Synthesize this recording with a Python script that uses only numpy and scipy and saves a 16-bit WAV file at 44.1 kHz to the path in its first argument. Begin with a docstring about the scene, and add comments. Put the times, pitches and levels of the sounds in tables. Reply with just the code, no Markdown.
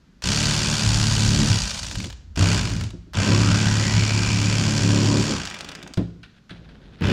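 """In a garage, with the microphone standing close by on a plastic table, an electric knife fillets a fish.
Over quiet background noise come a cut, a short touch and a long cut: a crank drives the blades to and fro,
they clack at every turn, scrape in between and shake the table top. After each of these three runs
the motor coasts down in single clacks. Then the fillet is flipped over with a crack and a thump, patted and
gripped, and a fourth run begins. Noise bursts make the clacks, multiples of the stroke the table drone."""
import sys
import numpy as np
from scipy import signal
from scipy.fft import rfft, irfft, next_fast_len
from scipy.io import wavfile
from scipy.ndimage import uniform_filter1d, map_coordinates

SR = 44100
rng = np.random.default_rng(int(sys.argv[2]) if len(sys.argv) > 2 else 0)


def unload_audio(sound):
    """Save the sound as a 16-bit wav file, at the path given as the first command line argument."""
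    columns = np.transpose(np.atleast_2d(sound))
    # keep every value between -1 and 1, then stretch to whole-number steps
    steps = np.round(np.clip(columns, -1, 1) * 32767)
    wavfile.write(sys.argv[1], SR, steps.astype(np.int16))


N = 313992
TIME = np.arange(N) / SR  # seconds
# All levels in the tables are relative: the gains where the layers are mixed still apply.


def amp(db):
    """Decibels to gain."""
    return 10 ** (np.asarray(db) / 20)


def unit(x):
    """Scale to rms 1."""
    return x / np.sqrt(np.mean(x ** 2) + 1e-20)


def along(points, hz):
    """(Hz, value) points read on a log frequency axis."""
    f, v = np.transpose(points)
    return np.interp(np.log(hz + 1), np.log(f + 1), v)


def wobble(rate):
    """A smooth random curve with rate knots a second."""
    knots = rng.standard_normal(int(N * rate / SR) + 4)
    return map_coordinates(knots, [TIME * rate])


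def filtered(x, response):
    """x times a complex response of frequency."""
    m = next_fast_len(N + SR // 2)
    hz = np.fft.rfftfreq(m, 1 / SR)
    return irfft(rfft(x, m) * response(hz), m)[..., :N]


def colour(x, spectrum, size=8192):
    """Causal (minimum-phase) filter of energy 1 with the given spectrum."""
    gain = amp(along(spectrum, np.fft.rfftfreq(size, 1 / SR)))
    cepstrum = irfft(np.log(gain + 1e-6))
    # folding the cepstrum forward in time makes the filter causal
    cepstrum[1:size // 2] *= 2
    cepstrum[size // 2 + 1:] = 0
    response = irfft(np.exp(rfft(cepstrum)))
    return signal.fftconvolve(x, response / np.linalg.norm(response))[:N]


def noise(spectrum):
    """Coloured noise of rms 1."""
    return unit(colour(rng.standard_normal(N), spectrum))


def spikes(times, sizes):
    """Impulses at the given times."""
    samples = np.clip(np.asarray(times) * SR, 0, N).astype(int)
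    return np.bincount(samples, sizes, N + 1)[:N]


def bursts(times, sizes, rise, decay):
    """Envelope that jumps at each time and dies away; rise and decay in seconds."""
    t = TIME[:SR // 6]
    shape = np.exp(-t / decay) * (1 - np.exp(-t / rise))
    return np.abs(signal.fftconvolve(spikes(times, sizes), shape / shape.max())[:N])


def held(start, end, fade):
    """Gain that fades in at the start, holds, and fades out by the end."""
    return np.clip(np.minimum(TIME - start, end - TIME) / fade, 0, 1)


def level(curves):
    """Curves of (s, dB) as dB per sample, -100 dB outside them."""
    return np.max([np.interp(TIME, *np.transpose(rows), -100, -100) for rows in curves], axis=0)


# Quiet background noise. Each row: frequency in Hz, level in dB.
BACKGROUND_SPECTRUM = [(15, -24), (25, -11), (55, 1.5), (80, -16), (180, -4), (350, -19), (700, -30.5),
                       (1600, -29), (2300, -33.5), (4500, -34), (7000, -41), (9000, -53), (12000, -53),
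                       (16000, -74)]


def background():
    """Steady coloured noise lies under the whole scene."""
    return amp(-54) * noise(BACKGROUND_SPECTRUM)


# Runs of the knife. Each row: trigger pressed in seconds, released in seconds, blades at rest in seconds,
# gear housing in dB, steel blades in dB, jolt of the turns in dB, sway of the table in dB,
# loss of the blades in dB per halving of the speed.
KNIFE_RUNS = [(.221, 1.55, 2.11, -28.5, -26, -21.5, -27.5, 7.5),
              (2.356, 2.542, 2.91, -27.5, -28, -27.5, -31.5, 10),
              (3.133, 5.309, 5.95, -28, -28, -25.5, -33.5, 23),
              (7.002, 7.214, 7.55, -28, -34, -26, -30, 20)]
# Motor speed with the trigger held. Each row: time in seconds, blade turns per second.
HELD_SPEED = [(.55, 74.2), (1.3, 71.6), (2.5, 69.5), (3.45, 71.4), (4.0, 71.0), (4.6, 71.7), (5.05, 71.2),
              (5.28, 72.9)]
START_RATE, REST_RATE = 48, 16  # blade turns per second
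SPIN_UP_S = .055  # time constant


def crank():
    """Turns per second and turns made: the motor spins up, holds and coasts down; each run starts on a turn."""
    rate, turns = np.zeros(N), np.zeros(N)
    full = np.interp(TIME, *np.transpose(HELD_SPEED))
    for start, release, rest, *_ in KNIFE_RUNS:
        driven = full - (full - START_RATE) * np.exp(-np.abs(TIME - start) / SPIN_UP_S)
        coasted = np.clip((TIME - release) / (rest - release), 0, 1)
        running = (TIME >= start) & (TIME < rest)
        run = driven * (REST_RATE / full) ** coasted * running
        rate = np.where(run > 0, run, rate)
        turns = np.where(run > 0, np.cumsum(run) / SR, turns)
    return rate, turns


def current_run():
    """The columns of the run last started, for every sample."""
    rows = np.array(KNIFE_RUNS)
    last_started = np.maximum(np.searchsorted(rows[:, 0], TIME) - 1, 0)
    return rows[last_started].T


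ATTACK_S, STOP_S = 0.014, 0.039  # the sound builds after the trigger; it dies as the blades come to rest


def effort(rate):
    """Gain that opens while the blades move, and how many times their speed is halved."""
    start, _, rest, *_ = current_run()
    building = 1 - np.exp(-np.maximum(TIME - start, 0) / ATTACK_S)
    moving = building * np.clip((rest - TIME) / STOP_S, 0, 1)
    full = np.interp(TIME, *np.transpose(HELD_SPEED))
    return moving, np.log2(full / np.maximum(rate, REST_RATE))


SINK_S, FREE_HOUSING_DB, FREE_BLADES_DB = 0.68, 5, 2.5  # louder until the knife has sunk into the fish
HOUSING_LOSS_DB = 9.5  # per halving of the speed


def rattle_gains(rate):
    """Housing and blades get quieter as they slow down and as they sink into the fish."""
    start, _, _, housing_db, blades_db, _, _, blades_loss_db = current_run()
    moving, halvings = effort(rate)
    free = np.exp(-np.abs(TIME - start) / SINK_S)
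    housing = moving * amp(housing_db + FREE_HOUSING_DB * free - HOUSING_LOSS_DB * halvings)
    blades = moving * amp(blades_db + FREE_BLADES_DB * free - blades_loss_db * halvings)
    return housing, blades


# Spectra of the gear housing, then of the blades in the open, deep in the flesh, and hidden by a hand.
# Each row: frequency in Hz, level in dB.
HOUSING_SPECTRUM = [(260, -34.5), (450, 0.5), (470, -10.5), (637, -2.5), (752, -3.5), (903, -2.5),
                    (968, -2.5), (1120, -4.5), (1550, 0), (1750, -6), (1920, -2.5), (2150, -7),
                    (2390, -0.5), (3600, -6.5), (4680, -42), (7920, -120)]
OPEN_BLADES_SPECTRUM = [(1650, -33), (2800, -4.5), (3580, -1), (3870, -2), (4560, 4), (5310, 0), (6780, -1),
                        (7600, -4), (8230, -10), (9030, -9), (11500, -28.5), (14500, -28.5), (15600, -48)]
DEEP_BLADES_SPECTRUM = [(1650, -11.5), (2800, -5.5), (3210, -0.5), (3790, -4), (4470, 3.5), (5620, 0.5),
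                        (6220, -1.5), (7280, -1), (8290, -10.5), (10200, -19), (11200, -30.5), (14300, -30),
                        (15600, -49)]
HIDDEN_BLADES_SPECTRUM = [(1650, -19), (2800, -14), (5350, -12.5), (5620, -19), (7030, -22), (7830, -28),
                          (15600, -47)]


def rattle(rate, turns):
    """Housing and blades clack at each turn, harder one way than the other, and scrape in between."""
    at = np.flatnonzero(np.diff(np.ceil(turns)) > 0)
    chance = rng.standard_normal((len(at), 4))
    times = TIME[at] - .0007 + 0.0004 * chance[:, 0]
    force = np.clip((rate[at] - 42) / 14, 0, 1)  # a slow crank no longer throws the blades at every turn
    one_way = np.cos(np.pi * np.round(turns[at]))  # +1 and -1 by turns
    sizes = force * amp(0.46 * chance[:, 1] + 0.72 * one_way)

    hits = bursts(times, sizes, rise=.0004, decay=.003)
    # steel meets steel
    tick_sizes = sizes * amp(4 * np.minimum(chance[:, 3], 1.5))
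    tick = bursts(times + 0.00032, tick_sizes, rise=.0001, decay=0.00031)
    rebound_times = times + 0.0021 + 0.00039 * chance[:, 2]
    rebound = bursts(rebound_times, sizes, rise=0.00025, decay=0.0088)
    scrape = amp(4.44 * wobble(260))

    def grain(tick_share, rebound_share, scrape_share):
        """Noise shaped by the blows, its power evened out over about 56 ms."""
        power = hits ** 2 + (tick_share * tick) ** 2
        power = power + (rebound_share * rebound) ** 2 + (scrape_share * scrape) ** 2
        return rng.standard_normal(N) * np.sqrt(power / np.abs(uniform_filter1d(power, size=2450)))

    housing_gain, blades_gain = rattle_gains(rate)
    housing = colour(housing_gain * grain(.3, .55, .33), HOUSING_SPECTRUM)
    steel = blades_gain * grain(.7, .3, .23)
    deep = np.interp(TIME, [2.2, 3.2], [0, 1])  # flesh closes round the blades
    in_open = (1 - deep) * colour(steel, OPEN_BLADES_SPECTRUM)
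    cutting = in_open + deep * colour(steel, DEEP_BLADES_SPECTRUM)
    hidden = colour(steel, HIDDEN_BLADES_SPECTRUM)
    blades = np.where(TIME < KNIFE_RUNS[-1][0], cutting, hidden)  # in the last run a hand hides them
    return amp(-5.0) * housing + amp(-1.9) * blades


# Hardest clacks of the starting or coasting blades; the last row is a crack as the fillet flips over.
# Each row: time in seconds, level in dB.
HARD_CLACKS = [(0.2216, -20), (1.712, -16), (1.751, -18.5), (1.776, -20), (1.8452, -18.5), (1.9127, -17.5),
               (1.9553, -14.5), (2.0018, -17.5), (2.0427, -17.5), (2.127, -27), (2.358, -23.5),
               (2.6955, -21), (2.8102, -18), (2.8376, -21), (2.9048, -26), (3.1342, -22.5), (5.5004, -20.5),
               (5.5423, -19.5), (5.6077, -17.5), (5.689, -19), (5.717, -22.5), (5.7516, -20), (5.8279, -22),
               (5.876, -26), (5.9374, -20.5), (5.974, -25)]
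# Spectra of a clack and of its bright edge tick. Each row: frequency in Hz, level in dB.
CLACK_SPECTRUM = [(290, -46), (500, -3.5), (748, -3), (1490, -1.5), (1830, -1), (4590, -0.5), (7930, -9.5),
                  (9030, -14), (10900, -22.5), (14300, -30), (15600, -28)]
EDGE_SPECTRUM = [(4000, -30), (9000, -13), (11500, -3), (14500, 0), (15600, -2)]
SLACK_RATE = 52  # turns per second below which the coasting blades clack singly at each turn
SLACK_DB, SLACK_SCATTER_DB = -20.5, 6  # lesser clacks: level at that rate before the mix, random spread
SLACK_GAP_S = .017  # least distance of a lesser clack from a hard one


def clacks(rate, turns):
    """Starting or coasting, the two blades knock in turn against their slack; the flip's crack is made alike."""
    _, release, *_ = current_run()
    coasting = (rate < SLACK_RATE) & (TIME > release)
    at = np.flatnonzero((np.diff(np.ceil(turns)) > 0) & coasting[1:])
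    hard_s, hard_db = np.transpose(HARD_CLACKS)
    lesser = at[np.abs(TIME[at, None] - hard_s).min(axis=1) > SLACK_GAP_S]
    lesser_db = SLACK_DB + 20 * np.log10(rate[lesser] / SLACK_RATE)  # in proportion to the speed
    lesser_db = lesser_db + SLACK_SCATTER_DB * rng.standard_normal(len(lesser))

    first = np.r_[hard_s, TIME[lesser]]
    sizes = amp(np.r_[hard_db, lesser_db])
    second = first + 0.0018 + 0.0019 * rng.random(len(first))
    shape = bursts(first, sizes, rise=0.0001, decay=0.00097)
    shape = shape + .5 * bursts(second, sizes, rise=0.00029, decay=.0022)
    body = colour(rng.standard_normal(N) * shape, CLACK_SPECTRUM)
    edge_shape = bursts(first, sizes, rise=.0001, decay=.0004)
    edges = colour(rng.standard_normal(N) * edge_shape, EDGE_SPECTRUM)
    return amp(-7.5) * body + amp(-27.5) * edges


# Ringing of the blades. Each row: frequency in Hz, width in Hz, level in dB.
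STEEL_MODES = [(990, 15, -5), (1203, 26, -14), (1590, 130, -10), (2920, 40, -4.5), (5630, 13, 3.5),
               (6620, 13, -5), (6980, 24, 1)]


def ringing(x):
    """The steel adds narrow resonances to all that strikes it."""
    def response(f):
        return 1 + sum(amp(db) * 1j * f * width / (centre * centre - f * f + 1j * f * width)
                       for centre, width, db in STEEL_MODES)

    return filtered(x, response)


# How hard the blades are pressed into the flesh, one curve per run. Each row: time in seconds, drag in dB.
PRESSURE_CURVES = [
    [(0.24, -32), (0.254, -29.5), (0.82, -34.5), (0.85, -24), (1.166, -26.5), (1.332, -19), (1.488, -30),
     (1.514, -18.5), (1.68, -48), (1.944, -46), (1.974, -27.5), (2.1, -34)],
    [(2.37, -27), (2.43, -19), (2.7, -30.5), (2.738, -22.5), (2.84, -27), (2.91, -34)],
    [(3.15, -33), (3.19, -19), (3.26, -31), (3.31, -17), (3.54, -19), (3.59, -28.5), (3.67, -19),
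     (3.9, -28.5), (3.97, -18.5), (4.11, -30.5), (4.14, -22), (4.45, -24), (4.48, -20), (4.51, -24.5),
     (4.68, -21.5), (4.73, -32), (4.86, -20), (5.17, -26.5), (5.2, -18.5), (5.26, -42), (5.41, -32),
     (5.48, -48)],
    [(7.01, -24), (7.05, -23), (7.12, -30)],
]
# Contact of the blades with the bones, one curve per run. Each row: time in seconds, chatter in dB.
BONE_CURVES = [
    [(0.24, -41), (0.27, -36), (1.128, -38), (1.434, -29), (1.714, -57.5), (2.092, -39.5), (2.13, -53)],
    [(2.37, -29), (2.424, -30.5), (2.92, -46.5)],
    [(3.15, -38.5), (3.29, -25), (3.6, -32.5), (4.34, -35), (5.18, -23.5), (5.26, -33), (5.3, -23),
     (5.45, -54.5), (5.93, -42.5)],
    [(7.01, -24), (7.04, -28.5), (7.12, -19)],
]
# A hand leans on the table and keeps it swaying between cuts: from in seconds, to in seconds, level in dB.
HAND_LEAN = (1.4, 3.2, -42.5)
USUAL_PRESSURE_DB, SWAY_FOLLOWS, SWAY_RANGE_DB = -21, 0.41, 51  # sway follows in dB per dB, down to a limit
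USUAL_BONE_DB, JOLT_FOLLOWS = -34.5, 0.66  # jolts follow bone contact in dB per dB
JOLT_LOSS_DB, SWAY_LOSS_DB = 6, 0.5  # per halving of the speed
GRIP_FADE_S = .025  # a hand comes and goes


def table_gains(rate):
    """Pressure sets the drag and feeds the sway; the bones add chatter and harden the jolts."""
    *_, jolt_db, sway_db, _ = current_run()
    moving, halvings = effort(rate)
    pressure_db, bone_db = level(PRESSURE_CURVES), level(BONE_CURVES)
    extra_pressure_db = np.maximum(pressure_db - USUAL_PRESSURE_DB, -SWAY_RANGE_DB)
    sway = amp(sway_db + SWAY_FOLLOWS * extra_pressure_db - SWAY_LOSS_DB * halvings)
    jolt = amp(jolt_db + JOLT_FOLLOWS * (bone_db - USUAL_BONE_DB) - JOLT_LOSS_DB * halvings)
    lean_from, lean_to, lean_db = HAND_LEAN
    leaning = amp(lean_db) * held(lean_from, lean_to, GRIP_FADE_S)
    return np.hypot(moving * sway, leaning), moving * amp(pressure_db), moving * jolt, moving * amp(bone_db)


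def hum(rate, turns, orders, spectrum, waver_db, rough):
    """Multiples of the stroke (two turns) through the table, with uneven grip as noise."""
    tone, power = np.zeros(N), np.full(N, 1e-4)
    for k in orders:
        gain = amp(along(spectrum, k * rate / 2))
        phase = np.pi * k * turns + 0.2 * wobble(12) + 2 * np.pi * rng.random()
        tone += gain * amp(waver_db * wobble(15)) * np.sin(phase)
        power += gain ** 2 / 2
    # slow blades give more noise and less tone
    rough = np.clip(rough + 0.64 * np.clip((62 - rate) / 25, 0, 1), 0, 1)
    return np.sqrt(1 - rough) * tone / np.sqrt(power) + np.sqrt(rough) * noise(spectrum)


# Spectra of the table's sway, the drag of the flesh, the jolts of the turns and the chatter of the bones.
# Each row: frequency in Hz, level in dB.
SWAY_SPECTRUM = [(18, -49), (35, -2.5), (46, 8.5), (58, 9), (73, -1), (90, 7), (130, -90), (400, -120)]
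DRAG_SPECTRUM = [(60, -60), (85, -2), (107, 4.5), (135, -5), (180, -4), (250, -16.5), (400, -56.5),
                 (1000, -120)]
JOLT_SPECTRUM = [(80, -63.5), (125, -11), (146, 2), (180, -4.5), (215, -1.5), (255, -18), (400, -46),
                 (1000, -120)]
CHATTER_SPECTRUM = [(215, -32.5), (250, -1.5), (286, 3.5), (320, -8.5), (355, -2.5), (430, -9.5),
                    (560, -12.5), (900, -29), (3000, -120)]


def table_drone(rate, turns):
    """Drag reverses with each stroke (odd multiples); the jolts at the turns do not (even multiples)."""
    sway, drag, jolt, chatter = table_gains(rate)
    swaying = hum(rate, turns, [1, 2], SWAY_SPECTRUM, waver_db=2.5, rough=.6)
    dragging = hum(rate, turns, [3, 5, 7, 9], DRAG_SPECTRUM, waver_db=1.5, rough=.15)
    jolting = hum(rate, turns, [4, 6, 8, 10], JOLT_SPECTRUM, waver_db=2, rough=.25)
    chattering = hum(rate, turns, np.arange(7, 19), CHATTER_SPECTRUM, waver_db=3.5, rough=0.45)
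    low = sway * swaying + amp(0.8) * drag * dragging
    return low + amp(-4.5) * jolt * jolting + amp(-1.35) * chatter * chattering


# Reverberation of the garage. Each row: frequency in Hz, time to fall by 60 dB in seconds.
GARAGE_DECAY = [(100, 0.75), (500, 0.6), (2500, 0.47), (5500, 0.52), (8000, 0.47), (12000, 0.18)]


def garage(x):
    """Each frequency of the room's answer dies at its own speed."""
    hz, t, z = signal.stft(rng.standard_normal(SR), SR, nperseg=256)
    fall_db = -60 * t / along(GARAGE_DECAY, hz)[:, None]
    tail = signal.istft(z * amp(fall_db), SR, nperseg=256)[1]
    tail = tail * (1 - np.exp(-np.arange(len(tail)) / SR / 0.0027))  # builds up over a few ms
    return signal.fftconvolve(x, tail / np.linalg.norm(tail))[:N]


# Knocks on the table. Each row: time in seconds, level in dB.
TABLE_KNOCKS = [(2.933, -24), (3.069, -35), (5.974, -5.5), (5.995, -14), (6.507, -29), (6.743, -58)]
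# Ringing of the table top. Each row: frequency in Hz, level in dB, time to fall by 60 dB in seconds.
TABLE_MODES = [(62.3, -9, 0.93), (109, -14, 0.28), (112, 10, 0.22), (171.8, 6, 0.48), (203.5, 2.5, 0.29),
               (280, -20.5, 0.43), (348.7, -1.5, 0.17), (405, -17.5, 0.13), (625, -13, 0.084)]
# Dull shudder of the table frame. Each row: frequency in Hz, level in dB.
THUD_SPECTRUM = [(100, -26), (280, 6.5), (450, -6.5), (700, -14.5), (1200, -28), (3000, -49), (9000, -120)]


def knocks():
    """Soft blows ring the table top, and its frame shudders briefly."""
    s, db = np.transpose(TABLE_KNOCKS)
    t = TIME[:SR // 2]
    ring = np.zeros(len(t))
    for k, (hz, mode_db, t60) in enumerate(TABLE_MODES):
        ring += (-1) ** k * amp(mode_db - 60 * t / t60) * np.sin(2 * np.pi * hz * t)
    top = signal.fftconvolve(spikes(s, amp(db)), ring / np.abs(ring).max())[:N]
    shudder = bursts(s, amp(db), rise=0.00063, decay=0.027)
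    thud = colour(rng.standard_normal(N) * shudder, THUD_SPECTRUM)
    return amp(-5.5) * top + amp(-17.0) * thud


# Hollows opened by the cut. Each row: opens in seconds, closes in seconds, first frequency in Hz,
# rise in octaves per second, resonance in dB.
CUT_HOLLOWS = [(3.172, 4.643, 933, 1.52, 8.5), (4.857, 5.49, 976, .45, 9)]
SMALLEST_HOLLOW_HZ, HOLLOW_FADE_S, HOLLOW_LIFE_S = 2352, 0.16, 2  # top frequency, fade, decay constant
# the wet flap opens and closes the hollow: share of its depth, random knots per second
HOLLOW_FLICKER, FLICKER_RATE = 0.38, 16


def pocket(x, octaves=0.13):
    """The hollow under the fillet resonates, rising as the cut goes on; a new one opens at the tail end."""
    hz, t, z = signal.stft(x, SR, nperseg=512)
    for opens, closes, first_hz, rise, db in CUT_HOLLOWS:
        centre = np.minimum(first_hz * 2 ** (rise * (t - opens)), SMALLEST_HOLLOW_HZ)
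        bell = np.exp(-.5 * (np.log2((hz[:, None] + 1) / centre) / octaves) ** 2)
        depth = held(opens, closes, HOLLOW_FADE_S) * np.exp(-np.abs(TIME - opens) / HOLLOW_LIFE_S)
        depth = depth * np.clip(1 + HOLLOW_FLICKER * wobble(FLICKER_RATE), 0, 1.4)
        # away from the resonance the sound is slightly lowered
        z = z * amp(db * np.interp(t, TIME, depth) * (bell - 0.17))
    return signal.istft(z, SR, nperseg=512)[1][:N]


# Wet slaps and taps of fish and fingers. Each row: time in seconds, level in dB.
WET_SLAPS = [(5.9718, -25.5), (6.231, -31.5), (6.363, -47.5), (6.4936, -32.5), (6.505, -33), (6.689, -41),
             (6.7094, -53), (6.837, -50.5)]
# Spectrum of wet skin. Each row: frequency in Hz, level in dB.
SLAP_SPECTRUM = [(350, -30), (600, -14), (655, -9), (885, -10), (991, -13), (1540, -1.5), (2130, -8),
                 (3560, -6.5), (4810, -15), (7000, -31), (9940, -35), (12000, -46), (15600, -88),
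                 (22000, -120)]


def slaps():
    """Wet skin smacks on plastic: a short click, then a squelch."""
    s, db = np.transpose(WET_SLAPS)
    squelch_shape = bursts(s, amp(db), rise=0.0009, decay=0.016)
    squelch = colour(rng.standard_normal(N) * squelch_shape, SLAP_SPECTRUM)
    click_shape = bursts(s, amp(db), rise=.0002, decay=0.0012)
    click = colour(rng.standard_normal(N) * click_shape, CLACK_SPECTRUM)
    return amp(-10.5) * squelch + amp(-17) * click


# The hand rests on the fillet. Each row: from in seconds, to in seconds, table rubbing in dB,
# skin sliding in dB.
HAND_GRIPS = [(6.247, 6.417, -59, -61), (6.5, 7.038, -42, -55)]


def handling():
    """Fingers lean on the table and slide over the fillet in small sticky slips."""
    rub, skin = np.zeros(N), np.zeros(N)
    for start, end, rub_db, skin_db in HAND_GRIPS:
        grip = held(start, end, GRIP_FADE_S)
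        rub += amp(rub_db) * grip
        skin += amp(skin_db) * grip
    lean = noise([(25, -19), (55, 2), (85, -11), (150, -2.5), (200, -7.0), (300, -14.5), (500, -18.0),
                  (1200, -34.0), (6000, -120)])
    slips = unit(amp(3.6 * wobble(60) + 3.4 * wobble(400)) * noise(SLAP_SPECTRUM))
    return amp(-5) * rub * lean + amp(-4.5) * skin * slips


def scene():
    """Knife, table and hands in the room, heard alike in both channels."""
    rate, turns = crank()
    knife = pocket(ringing(rattle(rate, turns) + clacks(rate, turns)))
    table = table_drone(rate, turns) + knocks()
    wet = slaps()
    room = garage(amp(-11.5) * knife + amp(-16.0) * table + amp(-10.0) * wet)
    mono = knife + table + wet + handling() + room + background()
    return np.array([mono, mono])


TOP_HZ = 15780


def record(dry):
    """The sound has nothing above TOP_HZ."""
    return filtered(dry, lambda hz: hz < TOP_HZ)


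dry = scene()
out = record(dry)
unload_audio(out)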